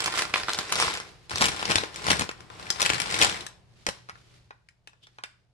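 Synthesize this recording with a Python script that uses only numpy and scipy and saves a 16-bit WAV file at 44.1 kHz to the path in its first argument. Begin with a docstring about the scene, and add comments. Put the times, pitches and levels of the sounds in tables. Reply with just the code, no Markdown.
"""A thin plastic bag of corn chips is pulled open close by: creases snap over a crackle of small folds.
A hand rummages inside, squeezing and bumping the bag so that it flaps and thumps, until about 3.5 s.
Near 3.9 s comes a dull knock in a soft rustle, then a few light taps further off, with one brief scrape.
A small kitchen answers throughout, over low air noise and a faint mains hum that sink towards the end."""
import sys
import numpy as np
from scipy import signal
from scipy.fft import rfft, irfft
from scipy.io import wavfile
from scipy.ndimage import uniform_filter1d

SR = 44100
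rng = np.random.default_rng(int(sys.argv[2]) if len(sys.argv) > 2 else 0)


def master(y):
    """Save y as 16-bit WAV."""
    cut = np.clip(np.atleast_2d(y).T, -1, 1)
    pcm = np.round(cut * 32767)  # scale
    wavfile.write(sys.argv[1], SR, pcm.astype(np.int16))


N = 243873
T = np.arange(N) / SR
HUM_HZ, TOP_HZ = 119.7, 13300

# The loudest snaps of film and chips. Each row: start in seconds, relative level in dB, ring pitch in Hz,
# then ring boost, treble and bass in dB.
CREASE_SNAPS = [(0.0041, -22.5, 3800, 6, 3, -2.5), (0.0203, -30, 2400, 5, 4, -5),
                (0.0395, -27.5, 2410, 7, 6, -3), (0.0435, -27.5, 4500, 4, 7, -5),
                (0.0595, -20.5, 1980, 4.5, 0, -3), (0.073, -27, 1200, 5, 0, -4),
                (0.0776, -24, 1010, 9, -8, -3), (0.1237, -31.5, 4200, 4, 3, -3),
                (0.139, -27.5, 1100, 9, -8, -3), (0.1566, -28.5, 2200, 5, 3, -3),
                (0.1659, -31, 2200, 4, 4, -4), (0.175, -23.5, 1150, 6, 0, -4), (0.181, -26, 1900, 5, 2, -4),
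                (0.1875, -25, 1700, 6, 2, -4), (0.192, -21, 1600, 7, -2, -4),
                (0.2205, -20.5, 1500, 3, -1, -3), (0.2523, -30, 1100, 6, -5, -3),
                (0.2957, -39, 2200, 4, -5, -2), (0.3378, -26.5, 1700, 6.5, -7, -4.5),
                (0.3402, -15, 2280, 10, -5, -1), (0.3565, -27, 2200, 5, -3, -5),
                (0.359, -22.5, 1100, 8, -11, -5), (0.3705, -28, 1200, 6, -6, -3),
                (0.378, -30, 3000, 3, -3, -3), (0.399, -31, 3200, 4, -6, -3),
                (0.433, -28.5, 5390, 5.5, -3.5, -2), (0.484, -22, 1220, 9, -8.5, 1),
                (0.4935, -25.5, 1020, 6.5, -4, -2.5), (0.5025, -27.5, 3780, 8, -7, -1.5),
                (0.5334, -24.5, 4200, 3, 6.5, -2), (0.5455, -27.5, 3980, 7, 1.5, -4),
                (0.579, -35, 1200, 4, 2, -4), (0.5875, -21.5, 1300, 2, 5, 0),
                (0.7228, -18, 1150, 10.5, 5, -3), (0.7554, -22.5, 4900, 6.5, 3, -4),
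                (0.7877, -25, 2800, 4, 0, -3), (0.7995, -18.5, 1040, 8.5, 2.5, -1.5),
                (0.815, -21.5, 2450, 8, 3, -3.5), (0.8238, -18, 1100, 10, -0.5, -3),
                (0.8315, -24, 1200, 10.5, -7, -3), (0.8798, -24, 1070, 9.5, -16, -2),
                (0.9385, -29.5, 2200, 6, 6, -2.5), (0.951, -32, 4200, 5, 0, -2),
                (0.9726, -30.5, 6280, 5.5, -6, -1), (1.0006, -31, 6370, 5.5, -7.5, -1),
                (1.2955, -35, 2260, 4, 6, 0), (1.3075, -31.5, 1000, 5.5, -3.5, 1.5),
                (1.3141, -28.5, 1000, 6, -2, 1.5), (1.3575, -23.5, 5140, 9, 1, -2.5),
                (1.373, -28, 2900, 6, -4, -3), (1.382, -26, 4500, 4, 5.5, -2),
                (1.4092, -20, 850, 8.5, 2.5, 0), (1.4153, -16, 900, 4, -1.5, 3),
                (1.422, -14.5, 950, 7.5, 1.5, -1), (1.441, -17.5, 2500, 8, 0, -1),
                (1.4556, -18.5, 2304, 8.5, 7, -3), (1.4625, -23.5, 2400, 7.5, 5, -3),
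                (1.484, -22.5, 900, 6, 3.5, -0.5), (1.563, -34, 4000, 3, -1, 1),
                (1.5933, -30, 2900, 4, -3, -1), (1.6135, -32, 2900, 5, 0, -4),
                (1.6266, -24.5, 910, 7, -11, 0), (1.6537, -23.5, 5000, 6.5, -3, 0),
                (1.6965, -26, 900, 5, -6, 3), (1.7018, -22, 2500, 4, -3, 4), (1.7105, -19.5, 2700, 4, 0, 2),
                (1.717, -18, 2600, 3, -3.5, 2), (1.7562, -12.5, 2650, 9, 2, 1),
                (1.7825, -18.5, 3700, 8, -6, -1.5), (1.8358, -28, 3720, 3, -7, 4),
                (1.943, -39, 3000, 5, 2, -2), (1.9591, -32, 2080, 6.5, 7.5, 1.5),
                (2.042, -33, 3000, 4, 2, -2), (2.0665, -23, 1100, 6.5, -3.5, 0.5),
                (2.079, -24.5, 2400, 6, -1, 0), (2.0844, -20, 750, 7, -3.5, 2.5),
                (2.1025, -17, 3500, 3, -1.5, 1.5), (2.1058, -15.5, 2410, 5, 0, 1.5),
                (2.115, -16, 2600, 2.5, 0, 2), (2.1305, -23.5, 1900, 7, -5.5, 2),
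                (2.1687, -32, 4200, 5, 1, 0), (2.1943, -21, 1800, 5, 6.5, 5),
                (2.2095, -23.5, 2400, 4, 0, 3), (2.219, -25, 890, 5, -5.5, 3.5),
                (2.291, -27.5, 3080, 5.5, -7, 1), (2.3128, -37, 1700, 8, -2, 0),
                (2.405, -43, 1100, 5, -4, 0), (2.5009, -41, 984, 7.5, -10, 3),
                (2.5965, -38, 1014, 7, -8, 2), (2.6261, -41, 4200, 3, -3, 0), (2.667, -37, 2100, 8, -6, -2),
                (2.7027, -18, 4850, 9.5, 4, -3), (2.7585, -35, 900, 8, -5, 0),
                (2.7987, -26, 1100, 6, -6, -2), (2.8052, -21.5, 1240, 6.5, 0, -3),
                (2.817, -16, 2815, 4.5, 8, -2), (2.8265, -19.5, 560, 9.5, 3.5, -2),
                (2.8495, -24.5, 3600, 4, 0, -3), (2.8545, -24, 2500, 6, -2, -3),
                (2.8605, -16.5, 2500, 5, 5, -1), (2.8935, -23, 2700, 10, -3, -2),
                (2.9005, -15.5, 2250, 8, -5.5, 2.5), (2.934, -23, 2455, 7, -2, 0),
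                (2.9445, -25, 4800, 6, 0, 0), (3.0005, -21, 2340, 6, 5, -1), (3.0173, -25, 2500, 5, 4, -2),
                (3.1021, -31, 4000, 2, 3, 0), (3.111, -30, 8000, 3, 4, 0), (3.124, -27, 4300, 6, 0, -1),
                (3.1415, -22.5, 2900, 5, -1, -1), (3.1895, -24, 1100, 5, 5, -2),
                (3.209, -24, 3800, 6, -3, 1), (3.214, -12.5, 3000, 6.5, -1, 1),
                (3.2225, -13.5, 2560, 6, 1.5, -3.5), (3.2248, -13.5, 2600, 7.5, 3, -3),
                (3.2325, -17, 3000, 3, 6.5, -1), (3.2465, -15.5, 800, 5, 3, -1),
                (3.2955, -25, 3140, 7, 0, -1), (3.4075, -34, 3580, 9, 4, 0), (3.465, -32, 1640, 8, 6, -2),
                (3.8657, -20, 1700, 5, 0, 4), (3.888, -24, 1300, 2, 3, 2)]
# Squeezes of the bag. Each row: peak time, time to swell by 20 dB and time to relax by 20 dB in seconds,
# then relative levels of crackle and of flapping in dB.
SQUEEZES = [(0.03, 0.3, 0.1942, -30.5, -53), (0.205, 0.24, 0.08, -24.5, -49),
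            (0.3, 0.5, 0.22, -39.5, -53.5), (0.365, .04, 0.15, -27, -47.5), (0.5, 0.05, 0.106, -27, -52.5),
            (0.6, 0.09, 0.1, -28.5, -47.5), (0.735, 0.1, 0.14, -27.5, -45.5),
            (0.81, 0.18, 0.1667, -22, -43), (0.86, 0.1, 0.1667, -23.5, -42.5),
            (0.97, 0.24, 0.0144, -33.5, -47), (1.325, 0.025, 0.34, -31, -39.5),
            (1.43, 0.065, 0.19, -21, -32), (1.6, 0.08, 0.22, -33.5, -48.5),
            (1.705, 0.1147, 0.17, -24.5, -34.5), (1.81, 0.1181, 0.09, -32, -39.5),
            (1.99, 0.14, 0.27, -36, -50), (2.115, 0.1027, 0.09, -20.5, -29.5),
            (2.215, 0.06, 0.0505, -26.5, -28.5), (2.41, 0.25, 0.2, -50, -50), (2.52, 0.03, 0.5, -46, -53.5),
            (2.61, 0.05, 0.3, -44, -50), (2.71, 0.2576, 0.16, -38.5, -48.5),
            (2.825, 0.0858, 0.1673, -27.5, -43), (2.95, 0.16, 0.2864, -27.5, -37.5),
            (3.05, 0.1, 0.12, -33, -50), (3.14, 0.15, 0.2, -25, -39), (3.235, 0.14, 0.14, -19.5, -34),
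            (3.335, 0.06, 0.12, -30, -45), (3.42, 0.06, 0.08, -40, -50)]
# Bumps of the hand on the bag. Each row: start in seconds, relative level in dB, pitch in Hz.
HAND_BUMPS = [(0.4335, -42, 90), (0.588, -36, 200), (0.868, -39, 85), (1.338, -34.5, 109),
              (1.4114, -21.5, 190), (1.696, -27.5, 343), (1.7045, -26.5, 250), (1.715, -27.5, 370),
              (1.7535, -26.5, 340), (1.757, -30.5, 90), (1.8345, -26, 430), (2.102, -27, 190),
              (2.1134, -22.5, 272), (2.118, -31, 90), (2.193, -30.5, 250), (2.2095, -26.5, 190),
              (2.218, -26.5, 210), (2.2906, -34, 415), (2.899, -30, 260), (2.903, -35, 90),
              (2.932, -34, 120), (3.2095, -27, 300)]
# Where the bag is held. Each row: time in seconds, lead of the left side in ms, left over right in dB.
BAG_POSITION = [(0, -0.1443, -2), (.4, -0.039, -.5), (.75, 0.15, 0.5), (1.4, 0.2397, 1.5), (1.8, 0.33, 3.5),
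                (2.2, 0.37, 3.5), (2.6, 0.44, 4.5), (3.3, 0.38, 3), (3.55, 0.36, 1)]
# Resonances of the open bag and the space around it. Each row: centre in Hz, width in Hz, boost in dB.
BAG_HOLLOW = [(192, 28, 4), (350, 63, 2.5), (580, 70, 1.5), (1050, 110, 4.2), (5600, 570, 2)]
# Dull knocks of the bag. Each row: start in seconds, relative level in dB.
KNOCKS = [(3.8828, -27), (3.8866, -20)]
# The ring of a knock. Each row: pitch in Hz, relative level in dB, time to fall 60 dB in seconds.
KNOCK_MODES = [(80, -24, 0.1), (194, -19, 0.075), (288, -21, 0.04), (538, -7, 0.036), (860, -10, 0.013),
               (1297, -17, 0.03)]
# Light taps on something hard. Each row reads as in CREASE_SNAPS.
TAPS = [(4.0875, -42, 1200, 8, -10, -2), (4.095, -35, 1200, 6, -11.5, -7), (4.155, -49, 1300, 7, -13, -2),
        (4.5068, -40.5, 950, 6, -20.5, -2), (4.6868, -49.5, 1950, 7, 0, -18),
        (4.873, -41.5, 2600, 3, -3, -5), (4.932, -57, 1100, 6, -11, 0), (5.0685, -49, 3570, 8, -5, -6),
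        (5.1845, -42, 1050, 7, -17, -5), (5.2363, -30.5, 1350, 2.5, -3, -9)]
# Resonances of the tapped thing, perhaps a dish. Each row: centre in Hz, width in Hz, boost in dB.
DISH_MODES = [(430, 57, 6), (580, 90, 5), (815, 150, 4.5), (1100, 220, 3.5), (1580, 450, 4), (2450, 260, 3),
              (4450, 300, 5), (5200, 110, 6.5), (5930, 510, 3)]
# Strokes of friction. Each row: peak time, 20 dB swell and 20 dB relax times in seconds, level in dB.
SCRAPE_STROKES = [(5.036, 0.016, 0.03, -50)]
RUB_STROKES = [(1.08, 0.1, 0.2, -52), (1.26, 0.15, 0.1, -59), (3.5, 0.105, 0.318, -67),
               (3.82, 0.25, 0.9, -60), (4.17, 0.103, 0.23, -60.5), (4.35, 0.273, 0.19, -59.5),
               (5.15, 0.43, .6, -70.5)]
# The EQ curve of each layer. Each row: frequency in Hz, relative gain in dB.
SNAP_EQ = [(30, -28), (100, -9.5), (400, -0.5), (750, 2), (1200, 1.2), (1600, -1.3), (2400, -2.5),
           (3500, -1.8), (5000, -3), (6200, -7.5), (8000, -7), (10000, -12.5), (11800, -15), (13000, -35.5)]
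FOLD_EQ = [(60, -28), (250, -7.5), (380, 1), (560, -3), (780, 0), (1020, -2), (1300, -2.5), (1700, -4),
           (2350, -4), (3200, -6), (5000, -7), (6200, -15), (8000, -13), (10000, -18.5), (11800, -22.5),
           (13000, -48.5)]
FLAP_EQ = [(20, -36.5), (40, -14), (70, -2), (130, -3), (185, -5), (260, -11.5), (400, -12.5), (700, -18),
           (2000, -53)]
SCRAPE_EQ = [(300, -20), (900, -25), (2200, -20), (2900, -5), (3400, 1), (4000, -12), (5000, -13),
             (6500, -24), (11500, -32), (13000, -48)]
RUB_EQ = [(60, -8.5), (200, -2.5), (380, 8), (650, -6.5), (1100, -1.5), (2200, 0.5), (4500, -0.5),
          (7000, -8), (11500, -16.5), (13000, -34.5)]
AIR_EQ = [(15, -11), (30, -1), (65, 7.5), (160, 2.5), (250, -11), (700, -12), (1600, -24), (3500, -35),
          (10000, -40.5), (13400, -54)]
# The kitchen's reverb. Each row: frequency in Hz, time to fall 60 dB in seconds.
KITCHEN_DECAY = [(100, 0.27), (400, 0.36), (1500, 0.37), (5000, 0.36), (12000, 0.26)]
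# Fader moves of the room tone. Each row: time in seconds, air level in dB, hum level in dB.
ROOM_LEVELS = [(0, -54, -62.5), (1.2, -58.5, -67), (2.5, -58, -65.5), (3.6, -59.5, -65),
               (4.4, -62.5, -64.5), (4.65, -70, -75), (5.1, -69.5, -72), (5.53, -70, -77.5)]


def snaps(rows, level_db, flutter_db, ring_octaves=0.36, scatter_ms=0.073, scatter_db=1.5, size=2048):
    """Each snap or tap bursts out with its own pitch and brightness, panned near the bag."""
    out, hz = np.zeros((2, N)), bins(size)
    lag_ms, pan_db = curves(BAG_POSITION)
    for s, db, ring_hz, ring_db, treble_db, bass_db in rows:
        ring = bell_eq(hz, ring_hz, ring_db, ring_octaves)
        tilt = eq_at([(60, 0), (400, bass_db), (2000, 0), (7500, treble_db)], hz)
        burst = buckle(burst_s=.0017, flutter_s=.007, flutter_db=flutter_db)
        tone_db = eq_at(SNAP_EQ, hz) + ring + tilt + facet_modes(hz) - broad_humps(burst)
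        snap = signal.fftconvolve(burst, minimum_phase(tone_db))
        snap /= np.sqrt(np.mean(snap[:SR // 200] ** 2))  # the first 5 ms set the level
        at, aside = round(s * SR), rng.standard_normal()
        placed = pan(snap, lag_ms[at] + scatter_ms * aside, pan_db[at] + scatter_db * aside)
        add(out, s, amp(db + level_db) * placed)
    return out


def buckle(burst_s, flutter_s, flutter_db, size=2048, passes=6):
    """A facet of film flips in a brief, broadband burst, then the sheet around it flutters out."""
    t = np.arange(size) / SR
    attack = 1 - np.exp(-t / 0.0004)
    shape = attack * (np.exp(-t / burst_s) + amp(flutter_db) * np.exp(-t / flutter_s))
    burst = shape * rng.standard_normal(size)
    for _ in range(passes):  # flatten the spectrum, then restore the envelope
        spectrum = rfft(burst)
        burst = irfft(spectrum / (abs(spectrum) + 1e-12))
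        burst = shape * burst / running_rms(burst, 64, floor=1e-12)
    return burst * signal.windows.tukey(2 * size, .5)[size:]


def facet_modes(hz, count=14, boost_db=9):
    """The sharp resonances of a facet of random shape, as an EQ curve in dB."""
    centres = np.exp(rng.uniform(np.log(1300), np.log(11000), (count, 1)))
    widths = 30 + centres / 50
    return boost_db * np.max(1 / (1 + ((hz - centres) / widths) ** 2), axis=0)


def fold_grain(ring_hz, size=1024):
    """One small fold flips with a tiny pitched tick."""
    hz = bins(size)
    ring = bell_eq(hz, ring_hz, db=8, octaves=0.28)
    burst = buckle(burst_s=.0008, flutter_s=.005, flutter_db=-16, size=size)
    tone_db = eq_at(FOLD_EQ, hz) + ring + facet_modes(hz)
    grain = signal.fftconvolve(burst, minimum_phase(tone_db))[:size]
    return grain[None] / np.linalg.norm(grain)


def crackle(level_db, flips_per_s=1150, slide_db=-41, scatter_db=2.0, scatter_ms=.14, count=40):
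    """Small folds flip at random, harder as the hand presses; under a light touch the film only slides."""
    press = effort(SQUEEZES)
    lag_ms, pan_db = curves(BAG_POSITION)
    grains = [fold_grain(ring_hz) for ring_hz in np.geomspace(700, 9000, count)]
    facet, aside = rng.integers(0, count, N), rng.standard_normal(N)
    flips = rng.random(N) < flips_per_s / SR
    clicks = flips * amp(4.5 * np.minimum(rng.exponential(1, N), 3.2))
    clicks /= running_rms(clicks, 1700, floor=1e-6)  # folds close in time share the hand's work
    sliding = 1 / (1 + (press / amp(slide_db)) ** 2)
    flipping = np.sqrt(1 - sliding) * (sliding < .999)
    clicks *= rng.choice([-1, 1], N) * press * flipping
    out = noise(FOLD_EQ, spread=1.1) * press * np.sqrt(sliding)
    # a fold further left is louder on the left and reaches the right later
    left = amp((pan_db + scatter_db * aside) / 2)
    late_s = (lag_ms + scatter_ms * aside) / 1000
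    for i in np.flatnonzero(clicks):
        add(out[:1], T[i], clicks[i] * left[i] * grains[facet[i]])
        add(out[1:], T[i] + late_s[i], clicks[i] / left[i] * grains[facet[i]])
    return amp(level_db) * brighten(out, press)


def brighten(x, press, firm_db=-27, tilt_per_db=0.1861, pivot_hz=3000):
    """A firmer grip tilts the crackle towards the treble."""
    treble = signal.sosfilt(signal.butter(1, pivot_hz, "high", fs=SR, output="sos"), x)
    tilt = amp(tilt_per_db * (20 * np.log10(press) - firm_db) / 2)
    return treble * tilt + (x - treble) / tilt


def flapping(level_db, bumps_per_s=300, diffuse_db=-5):
    """The whole bag and its load of chips push the air in soft, irregular bumps."""
    bumps = rng.choice([-1., 1.], N) * (rng.random(N) < bumps_per_s / SR)
    pushes = unit(colour(pan(bumps, lag_ms=0.38, pan_db=8), FLAP_EQ))
    diffuse = amp(diffuse_db) * noise(FLAP_EQ, spread=4.1)
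    return unit(pushes + diffuse) * amp(level_db) * effort(SQUEEZES, column=1)


def thumps(level_db=-1, peak_cycles=.45):
    """The hand bumps the bag: one dull push of air that dies within a swing or two."""
    out, t = np.zeros((2, N)), np.arange(SR // 10) / SR
    for s, db, hz in HAND_BUMPS:
        age = hz * t / peak_cycles
        swing = age * np.exp(1 - age) * np.sin(2 * np.pi * hz * t)
        add(out, s, amp(db + level_db) * pan(swing, lag_ms=0.38, pan_db=7))
    return out


def knocks():
    """Dull knocks of the bag ring a few quickly damped modes."""
    out, t = np.zeros((2, N)), np.arange(SR // 5) / SR
    ring = sum(amp(db - 60 * t / t60) * np.sin(2 * np.pi * hz * t) for hz, db, t60 in KNOCK_MODES)
    for s, db in KNOCKS:
        add(out, s, amp(db) * pan(ring, lag_ms=0.14, pan_db=1))
    return out


def taps():
    """Light taps set something hard ringing like a dish."""
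    return resonant(snaps(TAPS, level_db=-2.6, flutter_db=-7), DISH_MODES)


def scrape():
    """One faint, high stroke of friction noise between the taps."""
    return noise(SCRAPE_EQ, spread=1.4) * effort(SCRAPE_STROKES)


def rubbing(grain_db=1.3):
    """Soft strokes make a grainy rustle while the bag is at rest."""
    grain = wobble(size=250)
    return noise(RUB_EQ, spread=3.0) * effort(RUB_STROKES) * amp(grain_db * grain)


def kitchen(x, early_db=-10, early_s=0.013, tail_db=-11.5):
    """Quick reflections from body and cupboards, then a tail that dies band by band."""
    t = np.arange(SR * 3 // 4) / SR
    stereo = (2, len(t))
    early = rng.standard_normal(stereo) * (rng.random(stereo) < .03)
    early *= (t > .003) * np.exp(-t / early_s)
    hz, age, bands = signal.stft(rng.standard_normal(stereo), SR, nperseg=256)
    bands *= amp(-60 * age / eq_at(KITCHEN_DECAY, hz)[:, None])
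    tail = signal.istft(bands, SR, nperseg=256)[1][:, :len(t)]
    tail *= np.clip(t / 0.0037, 0, 1)
    echo = (amp(early_db) * unit(early) + amp(tail_db) * unit(tail)) / np.sqrt(len(t))
    return signal.fftconvolve(x, echo, axes=1)[:, :N]


def room_tone(fifth_db=-13, waver_db=2.6):
    """Low air noise and a wavering mains hum with a faint fifth above it."""
    air_db, hum_db = curves(ROOM_LEVELS)
    phase = 2 * np.pi * HUM_HZ * T
    waver = wobble(size=9000)
    hum = np.sqrt(2) * (np.sin(phase) + amp(fifth_db) * np.sin(phase * 3 / 2))
    return noise(AIR_EQ, spread=0.99) * amp(air_db) + hum * amp(hum_db + waver_db * waver)


def effort(rows, column=0, step=64):
    """Joint envelope of overlapping hand movements: each swells to its peak, then relaxes."""
    t, power = T[::step], 0
    for peak_s, rise_s, fall_s, *levels in rows:
        below_db = 20 * np.maximum((peak_s - t) / rise_s, (t - peak_s) / fall_s)
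        power += amp(levels[column] - np.minimum(below_db, 200)) ** 2
    return np.interp(T, t, np.sqrt(power))


def resonant(x, modes):
    """Lifts narrow bands, which then ring on."""
    return x + sum((amp(db) - 1) * signal.lfilter(*signal.iirpeak(hz, hz / width, fs=SR), x)
                   for hz, width, db in modes)


def noise(eq, spread):
    """Coloured stereo noise; more spread makes it wider."""
    shared, left, right = rng.standard_normal((3, N))
    return unit(colour(shared + spread * np.array([left, right]), eq))


def wobble(size):
    """Random drift, smoothed over size samples."""
    return unit(uniform_filter1d(rng.standard_normal(N), size=size))


def pan(x, lag_ms, pan_db):
    """Places a mono sound; positive values make the left side earlier and louder."""
    delay = np.exp(-2j * np.pi * bins(len(x)) * lag_ms / 1000)
    late = irfft(rfft(x) * delay, len(x))
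    return np.array([x * amp(pan_db / 2), late * amp(-pan_db / 2)])


def colour(x, eq):
    """Runs a long stereo sound through an EQ curve."""
    response = minimum_phase(eq_at(eq, bins(size=4096)))
    return signal.oaconvolve(x, response[None], axes=1)[:, :N]


def minimum_phase(db):
    """Impulse response of an EQ curve, with no ringing ahead of the attack."""
    log_gain = np.log(amp(np.r_[db, db[-2:0:-1]]))
    return np.fft.ifft(np.exp(np.conj(signal.hilbert(log_gain)))).real


def bell_eq(hz, centre_hz, db, octaves):
    """A bell-shaped boost, in dB."""
    return db * np.exp(-(np.log2((hz + 1) / centre_hz) / octaves) ** 2)


def broad_humps(burst):
    """The broad humps and dips in the spectrum of a burst, in dB."""
    return 20 * np.log10(unit(running_rms(abs(rfft(burst)), 36)) + 1e-6)


def eq_at(points, hz):
    """Reads a curve between its points on a log frequency axis."""
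    f, value = np.transpose(points)
    return np.interp(np.log(hz + 1), np.log(f + 1), value)


def curves(rows):
    """Turns timed rows into one automation curve a column."""
    s, *columns = np.transpose(rows)
    return [np.interp(T, s, c) for c in columns]


def add(mix, s, sound):
    """Mixes a sound in at s seconds."""
    part = mix[:, max(round(s * SR), 0):][:, :sound.shape[1]]
    part += sound[:, :part.shape[1]]


def bins(size):
    """Frequencies of a spectrum, in Hz."""
    return np.fft.rfftfreq(size, 1 / SR)


def running_rms(x, size, floor=0):
    """Level over a sliding window."""
    return np.sqrt(abs(uniform_filter1d(x ** 2, size=size)) + floor)


def unit(x):
    """Scales to rms 1."""
    return x / np.sqrt(np.mean(x ** 2) + 1e-20)


def amp(db):
    """Decibels to gain."""
    return 10 ** (np.asarray(db) / 20)


def scene():
    """The bag up close, then light taps and a scrape further off, in the kitchen."""
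    creases = snaps(CREASE_SNAPS, level_db=-1.3, flutter_db=-14)
    distant = taps() + scrape()
    rustle = crackle(level_db=-5.3) + flapping(level_db=-4)
    background = rubbing() + room_tone()
    bag = resonant(creases + rustle, BAG_HOLLOW)
    blows = knocks() + thumps()
    reverb_send = bag + amp(-5) * blows + amp(-0.5) * distant
    return bag + blows + distant + kitchen(reverb_send) + background


def record(dry, ceiling=.85):
    """A soft clip rounds the highest peaks, then a low-pass trims the top end."""
    rounded = dry / (1 + (dry / ceiling) ** 4) ** .25
    low_pass = signal.firwin(101, TOP_HZ, window=("kaiser", 7), fs=SR)
    return signal.oaconvolve(rounded, low_pass[None], "same", axes=1)


dry = scene()
out = record(dry)
master(out)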